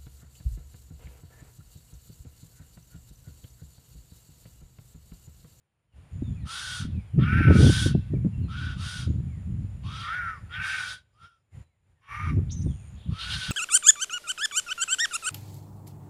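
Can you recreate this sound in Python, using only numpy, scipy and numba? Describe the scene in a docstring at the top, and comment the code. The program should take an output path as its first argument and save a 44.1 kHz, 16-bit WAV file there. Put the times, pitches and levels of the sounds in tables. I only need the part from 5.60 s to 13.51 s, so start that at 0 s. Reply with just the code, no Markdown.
"""Crows in a windy garden

Several crows caw, some throaty, some hoarse and hissing, often overlapping. Their breath makes skin in
the voice box slap, and the throat, mouth and bill ring with it. Gusts buffet the microphone with a low
rumble; small birds whistle and insects trill with their wings further off. The recorder's noise gate
turns the garden down whenever wind and crows rest."""
import sys
import numpy as np
from scipy import signal
from scipy.fft import rfft, irfft, next_fast_len
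from scipy.io import wavfile
from scipy.ndimage import uniform_filter1d, minimum_filter1d
from numba import njit

SR = 44100
rng = np.random.default_rng(int(sys.argv[2]) if len(sys.argv) > 2 else 0)


def unload_wav(signal):
    """Save mono or channel-first audio to the path in sys.argv[1] as 16-bit WAV at rate SR, clipped to [-1, 1]."""
    wavfile.write(
        sys.argv[1],
        SR,
        np.round(np.clip(np.atleast_2d(signal).T, -1, 1) * 32767).astype(np.int16),
    )


N = 348831
T = np.arange(N) / SR

# tone of air fluttering on the microphone: f/Hz, level/dB
FLUTTER_SHAPE = [(60, -29.5), (150, 9), (290, 6.5), (430, -3), (620, -17), (1000, -37), (2000, -54),
                 (8000, -80.5)]


def voice_box(cycles, slap_share):
    """Thin skin slaps unevenly, every second slap weaker, and chops the stream of breath."""
    turn = cycles.astype(int)
    size = undb(1.2 * rng.standard_normal(512)[turn % 512] - 3 * (turn % 2))
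    slaps = np.diff(turn, prepend=0) * size
    air = (2 + np.exp(-(cycles % 1) / 0.69)) * rng.standard_normal(SR)[:len(cycles)]
    return unit(slap_share * unit(slaps - slaps.mean()) + unit(air))


def throat_tone(source, cycles, hz, clear, overtone_gap_hz, overtone_share):
    """The throat rings at five times the slap rate; clear (0-1) favours pure tone over rough ringing."""
    # strong and weak cycles take turns, which adds a rough tone just above and below
    tone = np.sin(2 * np.pi * 5 * cycles) * (1 + 0.17 * np.cos(np.pi * cycles))
    # a neighbouring overtone beats against the first and roughens the caw
    overtone_hz = (hz + overtone_gap_hz) * (1 + 0.021 * wander(len(hz), 600))
    tone = np.sqrt(1 - overtone_share) * tone + np.sqrt(overtone_share) * sine(overtone_hz)
    ring = resonate(resonate(source, hz, 110.), hz, 970.)
    return steady(np.sqrt(clear) * unit(tone) + np.sqrt(1 - clear) * unit(ring))


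def mouth_tone(source, glide, mouth_hz, gape):
    """The bill opens wide early in the call, so the mouth rings high and then slides down."""
    # tone of the open mouth: f/mouth_hz, level/dB
    mouth_shape = [(0.181, -42.5), (0.329, -14), (0.449, -18), (0.679, -0.5), (0.998, -3), (1.222, -21.5),
                   (1.797, -25.5), (2.9, -40), (3.999, -38), (5.5, -40)]
    t = np.arange(len(source)) / SR
    opening = gape * np.exp(-((t - .045) / 0.044) ** 2)
    centre = mouth_hz * (1 + opening) * glide ** 0.5
    ring = 0.39 * (1 + 1.8 * opening) * resonances(source, [(0.97, 980, 0)], centre)
    return steady(unit(colour(source, mouth_shape, mouth_hz)) + ring) * (1 + 1.1 * opening)


def caw(hz, attack, release, clear, overtone_gap_hz, overtone_share, throat_db, mouth_hz, gape,
        mouth_db, rasp_db, hiss_db, pipe_db, pipe_hz=5000, throb_db=0):
    """One caw: rough pulses ring the throat, mouth, bill and windpipe, which glide with the pitch hz."""
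    # where the bill rings at the top of the glide: f/Hz, width/Hz, level/dB
    bill_rings = [(2120, 2700, 3.5), (3184, 1400, 4.5), (3797, 620, -1), (4486, 700, -4.5),
                  (4973, 230, -12.5)]
    # where the windpipe rings: f/pipe_hz, width/Hz, level/dB
    pipe_rings = [(1, 1000, -2), (1.72, 1500, -12.5), (2.07, 1400, -14.5)]
    # tone of the hissing breath: f/Hz, level/dB
    hiss_shape = [(600, -20), (2200, -3), (3500, 12.5), (4600, 7), (7000, 5), (9500, -2.5), (11500, -10.5),
                  (15000, -19)]
    n, glide = len(hz), hz / hz.max()
    jitter = .03 * (1.1 - clear) * wander(n, 600)  # a clear voice is steadier
    cycles = np.cumsum(hz * (1 + jitter)) / 5 / SR  # running count of slaps
    source = voice_box(cycles, slap_share=0.55)
    throat = throat_tone(source, cycles, hz, clear, overtone_gap_hz, overtone_share)
    mouth = mouth_tone(source, glide, mouth_hz, gape)
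    rasp = steady(resonances(voice_box(cycles, slap_share=.35), bill_rings, glide ** 0.33))
    rasp *= undb(2 * wander(n, 24))
    pipe = unit(resonances(voice_box(cycles, slap_share=0.22), pipe_rings, pipe_hz * glide ** 0.54))
    hiss = unit(colour(voice_box(cycles, slap_share=0.056), hiss_shape))
    effort = swell(np.arange(n) / SR, n / SR, attack, release)
    throb = undb(throb_db * np.tanh(wander(n, rate=70)))
    voice = undb(throat_db) * throat * throb ** .5
    voice += throb * (undb(mouth_db) * mouth + undb(rasp_db) * rasp)
    # hiss grows faster with effort than the voice does; the windpipe rings from the start
    return effort * voice + effort ** 1.5 * undb(hiss_db) * hiss + effort ** 0.32 * undb(pipe_db) * pipe


def arched(length, top_hz, arch, crest):
    """Pitch that climbs to its top, at the share crest of the length, then sags a little."""
    progress = np.arange(int(length * SR)) / SR / length
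    past_crest = np.interp(progress, [0, crest, 1], [-1, 0, 1])
    return top_hz * (1 - arch * np.abs(past_crest) ** 1.8 * np.where(past_crest < 0, 1.15, .44))


def bounced(voice, lag_s, share=0.24):
    """A call and its bounce off the wall, which makes it sound hollow."""
    lag = int(lag_s * SR)
    return (np.pad(voice, (0, lag)) + share * np.pad(voice, (lag, 0))) / (1 + share ** 2)


def hoarse_caws():
    """Breathy, hissing caws that share one rough voice."""
    # the caws: t/s, length/s, attack/s, top pitch/Hz, arch/share, throat/dB, mouth/dB, rasp/dB, hiss/dB
    calls = [ (0.847, 0.45, 0.1, 1483, 0.16, -37.5, -67, -40, -37.5),
             (1.887, 0.47, 0.2, 1520, 0.095, -33.5, -52, -35.5, -31),
             (2.871, 0.33, 0.13, 1483, 0.17, -37.5, -45.5, -46.5, -73),
             (3.154, 0.35, 0.14, 1467, 0.19, -40.5, -62, -39, -41),
             (4.222, 0.39, 0.15, 1358, .25, -40.5, -45, -45.5, -75),
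             (5.001, 0.44, 0.082, 1490, 0.056, -37, -59.5, -41, -42.5),
             (7.49, 0.55, 0.2, 1529, 0.25, -39.5, -46.5, -38.5, -63),
             (7.58, 0.41, 0.2, 1495, 0.097, -45, -59, -45, -40.5)]
    out = np.zeros(N)
    for start, length, attack, hz, arch, throat_db, mouth_db, rasp_db, hiss_db in calls:
        voice = caw(arched(length, hz, arch, crest=.5), attack, release=0.13, clear=.25,
                    overtone_gap_hz=0, overtone_share=0, throat_db=throat_db, mouth_hz=3550, gape=.04,
                    mouth_db=mouth_db, rasp_db=rasp_db, hiss_db=hiss_db, pipe_db=rasp_db - 24)
        add(out, start, bounced(voice, lag_s=0.0046))
    return out


def throaty_caws():
    """Full, throbbing caws from several perches, each with its own voice."""
    # the caws: t/s, length/s, loudest point/share of length, clearness/0-1, gap to next overtone/Hz,
    # that overtone/share, throat/dB, mouth/Hz, gape/share, mouth/dB, rasp/dB, windpipe/Hz
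    calls = [ (1.577, 0.52, 0.44, 0.51, -180, .5, -27, 2520, 0.43, -31, -55.5, 5400),
             (4.403, 0.43, 0.39, 0.79, 188, 0.23, -29.5, 2120, 0.043, -35, -59.5, 5800),
             (4.887, 0.44, 0.48, 0.43, -290, 0.055, -29, 2520, 0.4, -33, -56.5, 5200),
             (5.524, 0.31, 0.41, 0.7, -5, 0.046, -42.5, 3467, 0.014, -54, -57, 5370),
             (6.404, 0.36, 0.65, .55, 150, 0, -33.5, 2320, 0.34, -36, -56, 5860)]
    # the throat's pitch, one curve for each caw: t/s, f/Hz
    pitches = [
        [(1.58, 1246), (1.65, 1398), (1.78, 1572), (2.0, 1438), (2.09, 1310)],
        [(4.47, 1176), (4.56, 1490), (4.73, 1284), (4.78, 1120)],
        [(4.89, 1301), (4.95, 1506), (5.13, 1556), (5.34, 1416)],
        [(5.53, 1150), (5.66, 1404), (5.79, 1325)],
        [(6.42, 1079), (6.65, 1248), (6.78, 1087)],
    ]
    out = np.zeros(N)
    for (start, length, crest, *throat_and_mouth, rasp_db, pipe_hz), pitch in zip(calls, pitches):
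        hz = curve(pitch)[int(start * SR):int((start + length) * SR)]
        attack, release = crest * length, 0.86 * (1 - crest) * length
        voice = caw(hz, attack, release, *throat_and_mouth, rasp_db, hiss_db=rasp_db - 14.5,
                    pipe_db=rasp_db - 6, pipe_hz=pipe_hz, throb_db=2.5)
        add(out, start, bounced(voice, lag_s=.0022))
    return out


def squawks():
    """Short, bright squawks at the end, as another crow swoops in."""
    # the squawks: t/s, mouth level/dB
    calls = [(7.584, -34), (7.689, -31.5), (7.79, -35.5)]
    hz = arched(length=0.093, top_hz=1420, arch=0.0508, crest=0.76)
    out = np.zeros(N)
    for start, db in calls:
        voice = caw(hz, attack=0.027, release=0.033, clear=0.59, overtone_gap_hz=0, overtone_share=0,
                    throat_db=db - 14, mouth_hz=4180, gape=0, mouth_db=db,
                    rasp_db=db - 9, hiss_db=db - 17, pipe_db=db - 31)
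        add(out, start, voice)
    return out


def wind_level():
    """Strength of the wind in dB: each gust rises, holds and dies away over the breeze."""
    # the breeze on the microphone: t/s, level/dB
    breeze = [(0, -73), (1.1, -47), (2.75, -27.5), (3.3, -38.5), (4.1, -32), (4.6, -44), (5.0, -42.5),
              (5.12, -55), (5.7, -54), (6.52, -54), (6.7, -31.5), (7.9, -50)]
    # gusts on top of it: t/s, length/s, level/dB
    gusts = [(0.25, 0.25, -47), (0.509, 0.4, -31), (1.191, 0.24, -26), (1.53, 0.91, -20), (1.85, 0.29, -13),
             (2.481, 0.23, -23.5), (3.458, 0.17, -24), (5.92, 0.21, -49), (6.595, 0.61, -31.5),
             (6.742, 0.11, -22.5), (7.448, 0.13, -28), (7.69, 0.12, -34), (7.877, 0.13, -20)]
    power = undb(curve(breeze)) ** 2
    for start, length, db in gusts:
        power += (undb(db) * swell(T - start, length, attack=.05, release=.06)) ** 2
    return 10 * np.log10(power)


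def buffets(pulse_s=0.0082, db_per_octave=24.5):
    """Single knocks of air on the microphone; harder ones are brighter."""
    # the knocks: t/s, strength/dB
    knocks = [(0.62, -24), (1.249, -26.5), (1.804, -15), (1.904, -10), (1.951, -14), (2.026, -12),
              (2.259, -15.5), (2.349, -14.5), (2.535, -21.5), (2.647, -18), (2.662, -20), (3.535, -27.5),
              (4.248, -36), (6.775, -24), (7.064, -23.5), (7.491, -32)]
    t = np.arange(SR // 10) / SR
    pulse = t / pulse_s * np.exp(1 - 2 * t / pulse_s)
    out = np.zeros(N)
    for start, db in knocks:
        brightness = 2 ** ((db + 11) / db_per_octave)
        burst = steady(colour(rng.standard_normal(len(t)), FLUTTER_SHAPE, brightness), size=400)
        add(out, start, undb(db + 7) * burst * pulse)
    return out


def wind(surge_db=5.5, ceiling=0.5):
    """Swirls of air thump the microphone; a harder gust makes them quicker and more fluttery."""
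    # tone of the rumble, shifted down for soft wind and up for hard wind: f/Hz, level/dB
    rumble_shape = [(20, -36.5), (45, -16.5), (65, 1), (110, 1.5), (145, -4), (200, -12), (300, -28.5),
                    (500, -65.5), (1000, -73), (4000, -78.5)]
    gust_db = wind_level() + surge_db * np.tanh(wander(N, rate=19))
    force = np.clip((gust_db + 44) / 30, 0, 1)
    noise = rng.standard_normal(N)
    soft, hard = colour(noise, rumble_shape, 0.88), colour(noise, rumble_shape, 1.238)
    swirls = steady((1 - force) * soft + force * hard, size=2200)
    flutter = steady(colour(rng.standard_normal(N) * swirls ** 2, FLUTTER_SHAPE), size=4000)
    out = undb(gust_db - 1) * (swirls + undb(-27.5 + 22.9 * force ** 2) * flutter) + buffets()
    return ceiling * np.tanh(out / ceiling)  # the largest thumps flatten


def note(length, from_hz, to_hz, db, scratch=0.011):
    """A small bird's note: a quick glide, made scratchy by a fast wobble in pitch."""
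    t = np.arange(int(length * SR)) / SR
    hz = to_hz + (from_hz - to_hz) * (1 - t / length) ** 1.1
    hz *= 1 + scratch * wander(len(t), 1700)
    return undb(db) * unit(sine(hz) * swell(t, length, 0.52 * length, 0.7 * length))


def whistle(length, hz, fall_per_s, db):
    """A note that starts above the pitch hz and ends below it."""
    fall = np.exp(fall_per_s * length / 2)
    return note(length, hz * fall, hz / fall, db)


def songbirds(far_count=22):
    """Falling whistles in the trees, fainter ones at random behind them, and scratchy chirps."""
    # the nearer whistles: t/s, length/s, f/Hz, fall/share of pitch per s, level/dB
    whistles = [(.275, .11, 2830, 2.4, -70), (1.402, .04, 4840, 3, -77), (0.611, 0.16, 3470, 1.1, -67.5),
                (0.753, 0.056, 2420, 3, -62.5), (0.788, 0.09, 3880, 3.2, -71),
                (1.306, 0.17, 2350, 2.2, -64.5), (2.303, 0.073, 2680, 0.57, -56),
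                (2.542, 0.041, 2280, 4.2, -62), (2.726, 0.066, 2710, 0.76, -61.5),
                (2.817, 0.082, 4120, 1, -66.5), (6.021, 0.095, 3980, 0.25, -69.5),
                (7.064, .1, 3270, 2.7, -64)]
    # a sharp chirp close by that ends in a held whistle, then a faint scratchy call:
    # t/s, length/s, from/Hz, to/Hz, level/dB, scratch/share
    chirps = [(6.891, 0.035, 3300, 4660, -52, 0.14), (6.905, 0.049, 5920, 6820, -42, 0.072),
              (6.915, 0.13, 6170, 6060, -52, 0.0058), (7.011, 0.029, 6000, 6560, -52.5, 0.073),
              (7.333, 0.24, 3750, 3070, -63, 0.13)]
    out = np.zeros(N)
    for start, *row in whistles:
        add(out, start, whistle(*row))
    for when, length, pitch, size in rng.random((far_count, 4)):
        hz = 2150 * 2 ** (0.81 * (pitch - .5))
        add(out, when * T[-1], whistle(0.14 * (.5 + length), hz, fall_per_s=2.6, db=-73 + 6 * size))
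    for start, *row in chirps:
        add(out, start, note(*row))
    return out


def insects(stroke_hz=98, width_hz=350.):
    """Quick wing strokes ring one high pitch in short trills."""
    # the trills: t/s, length/s, f/Hz, level/dB
    trills = [(0.501, 0.36, 6970, -67), (3.442, 0.16, 6780, -63.5), (6.956, 0.39, 8830, -67),
              (7.076, 0.35, 6850, -63)]
    out = np.zeros(N)
    for start, length, hz, db in trills:
        t = np.arange(int(length * SR)) / SR
        strokes = np.exp(-(t * stroke_hz % 1) / 0.3) * rng.standard_normal(N)[:len(t)]
        centre = np.full(len(t), float(hz))
        ring = resonate(resonate(strokes, centre, width_hz), centre, 2 * width_hz)
        add(out, start, undb(db) * unit(ring) * swell(t, length, attack=0.037, release=0.093))
    return out


def garden(level_db=-57.5, cricket_hz=7100.):
    """Far leaves and town, with a thin chorus of crickets."""
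    # tone of the distant garden: f/Hz, level/dB
    garden_shape = [(30, -11), (100, 18), (250, 3), (600, 3), (1200, -1), (2600, -2), (4500, -11.5),
                    (6000, -15.5), (9500, -17), (15000, -21)]
    air = unit(colour(rng.standard_normal(N), garden_shape)) * undb(0.27 * wander(N, 26))
    centre = np.full(N, cricket_hz)
    crickets = unit(resonate(resonate(rng.standard_normal(N), centre, 450.), centre, 700.))
    return undb(level_db) * (air + undb(-16 + 1.9 * wander(N, 0.86)) * crickets)


def echoes(x, fade_s, level_db, low_hz, high_hz):
    """Many scattered echoes blur into a tail that drops 60 dB in fade_s."""
    t = np.arange(SR) / SR
    tail = rng.standard_normal(SR) * undb(-60 * t / fade_s) * np.clip(20 * t / fade_s, 0, 1)
    band = signal.butter(2, [low_hz, high_hz], "bandpass", fs=SR, output="sos")
    return undb(level_db) * signal.fftconvolve(x, signal.sosfilt(band, tail / np.linalg.norm(tail)))[:N]


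def gate(x, open_db=-49, knee_db=7, depth_db=20, window_s=.06, hold_s=0.112):
    """Noise gate: turns everything down when wind and crows fall quiet for longer than hold_s."""
    # the gate listens mostly to the bass: f/Hz, level/dB
    hearing = [(300, -4), (1200, -11.5)]
    size, hold = int(window_s * SR), int(hold_s * SR)
    power = np.abs(uniform_filter1d(colour(x, hearing) ** 2, size))
    quiet = np.clip((open_db - 10 * np.log10(power + 1e-12)) / knee_db, 0, 1)
    shut = -minimum_filter1d(-minimum_filter1d(quiet, hold), hold)  # skip short pauses
    return x * undb(-depth_db * uniform_filter1d(shut, size // 2))


@njit
def resonate(x, hz, width):
    """Let x ring in a band, width Hz wide, around the moving pitch hz."""
    y, band, low = np.empty(len(x)), 0., 0.
    for i in range(len(x)):
        step, damping = np.tan(np.pi * hz[i] / SR), width / hz[i]
        swing = (band + step * (x[i] - low)) / (1 + step * (step + damping))
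        band, low, y[i] = 2 * swing - band, low + 2 * step * swing, damping * swing
    return y


def resonances(x, rows, scale):
    """Add up ringing bands, given as (f, width/Hz, level/dB), each centred on f times scale."""
    out = np.zeros(len(x))
    for f, width, db in rows:
        once = resonate(x, f * scale, float(width))
        out += undb(db) * unit(resonate(once, f * scale, float(width)))
    return out


def colour(x, points, scale=1):
    """Shape the tone by (f/Hz, level/dB) points; scale multiplies their frequencies."""
    hz, db = np.transpose(points)
    size = next_fast_len(len(x) + 2048)
    f = np.maximum(np.fft.rfftfreq(size, 1 / SR), 1)
    gain = undb(np.interp(np.log(f), np.log(hz * scale), db))
    return irfft(rfft(x, size) * gain, size)[:len(x)]


def wander(n, rate):
    """A random drift, about 1 in size, that turns rate times a second."""
    knots = rng.standard_normal(4096)
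    return 1.2 * np.interp(np.arange(n) * rate / SR % len(knots), np.arange(len(knots)), knots)


def swell(t, length, attack, release):
    """Rise for attack seconds, hold, then fall for release seconds."""
    rise = np.sin(np.pi / 2 * np.clip(t / attack, 0, 1)) ** (1 + 0.5 * attack)
    return rise * np.sin(np.pi / 2 * np.clip((length - t) / release, 0, 1)) ** 2


def sine(hz):
    """A pure tone that follows the pitch hz."""
    return np.sin(2 * np.pi * np.cumsum(hz) / SR)


def steady(x, size=900):
    """Even out the loudness over stretches of size samples."""
    return x / np.sqrt(uniform_filter1d(x ** 2, size) + 1e-12)


def undb(db):
    """Turn decibels into a multiplier."""
    return 10 ** (np.asarray(db) / 20)


def unit(x):
    """Scale to an average power of 1."""
    return x / np.sqrt(np.mean(x ** 2) + 1e-18)


def curve(rows):
    """Join (t/s, value) rows by straight lines."""
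    return np.interp(T, *np.transpose(rows))


def add(out, start, x):
    """Mix x into out from start seconds on."""
    i = int(start * SR)
    out[i:i + len(x)] += x[:N - i]


def scene():
    """Birds echo off near railings, which scatter the treble, and far trees; insects and wind join in."""
    caws = hoarse_caws() + throaty_caws() + squawks()
    small_birds = songbirds()
    railings = echoes(caws + small_birds, fade_s=0.054, level_db=-2.5, low_hz=2420, high_hz=13400)
    # the small birds sit further off, so more of their sound comes by way of the trees
    trees = echoes(caws + 4 * small_birds, fade_s=0.57, level_db=-15.5, low_hz=1630, high_hz=4700)
    return (caws + small_birds + railings + trees + insects() + garden() + wind())[None]


def record(dry, top_hz=15500):
    """The microphone's opening rings in the high treble; a gate lowers the lulls; the top is cut."""
    # tone of the microphone: f/Hz, level/dB
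    mic_shape = [(30, 2.5), (6900, -6), (8000, -7), (9400, 5.5), (10400, -3.5), (12500, -8), (15500, -12.5)]
    sound = gate(colour(dry[0], mic_shape))[None]
    return signal.sosfilt(signal.ellip(10, .2, 70, top_hz, fs=SR, output="sos"), sound)


dry = scene()
out = record(dry)
unload_wav(out)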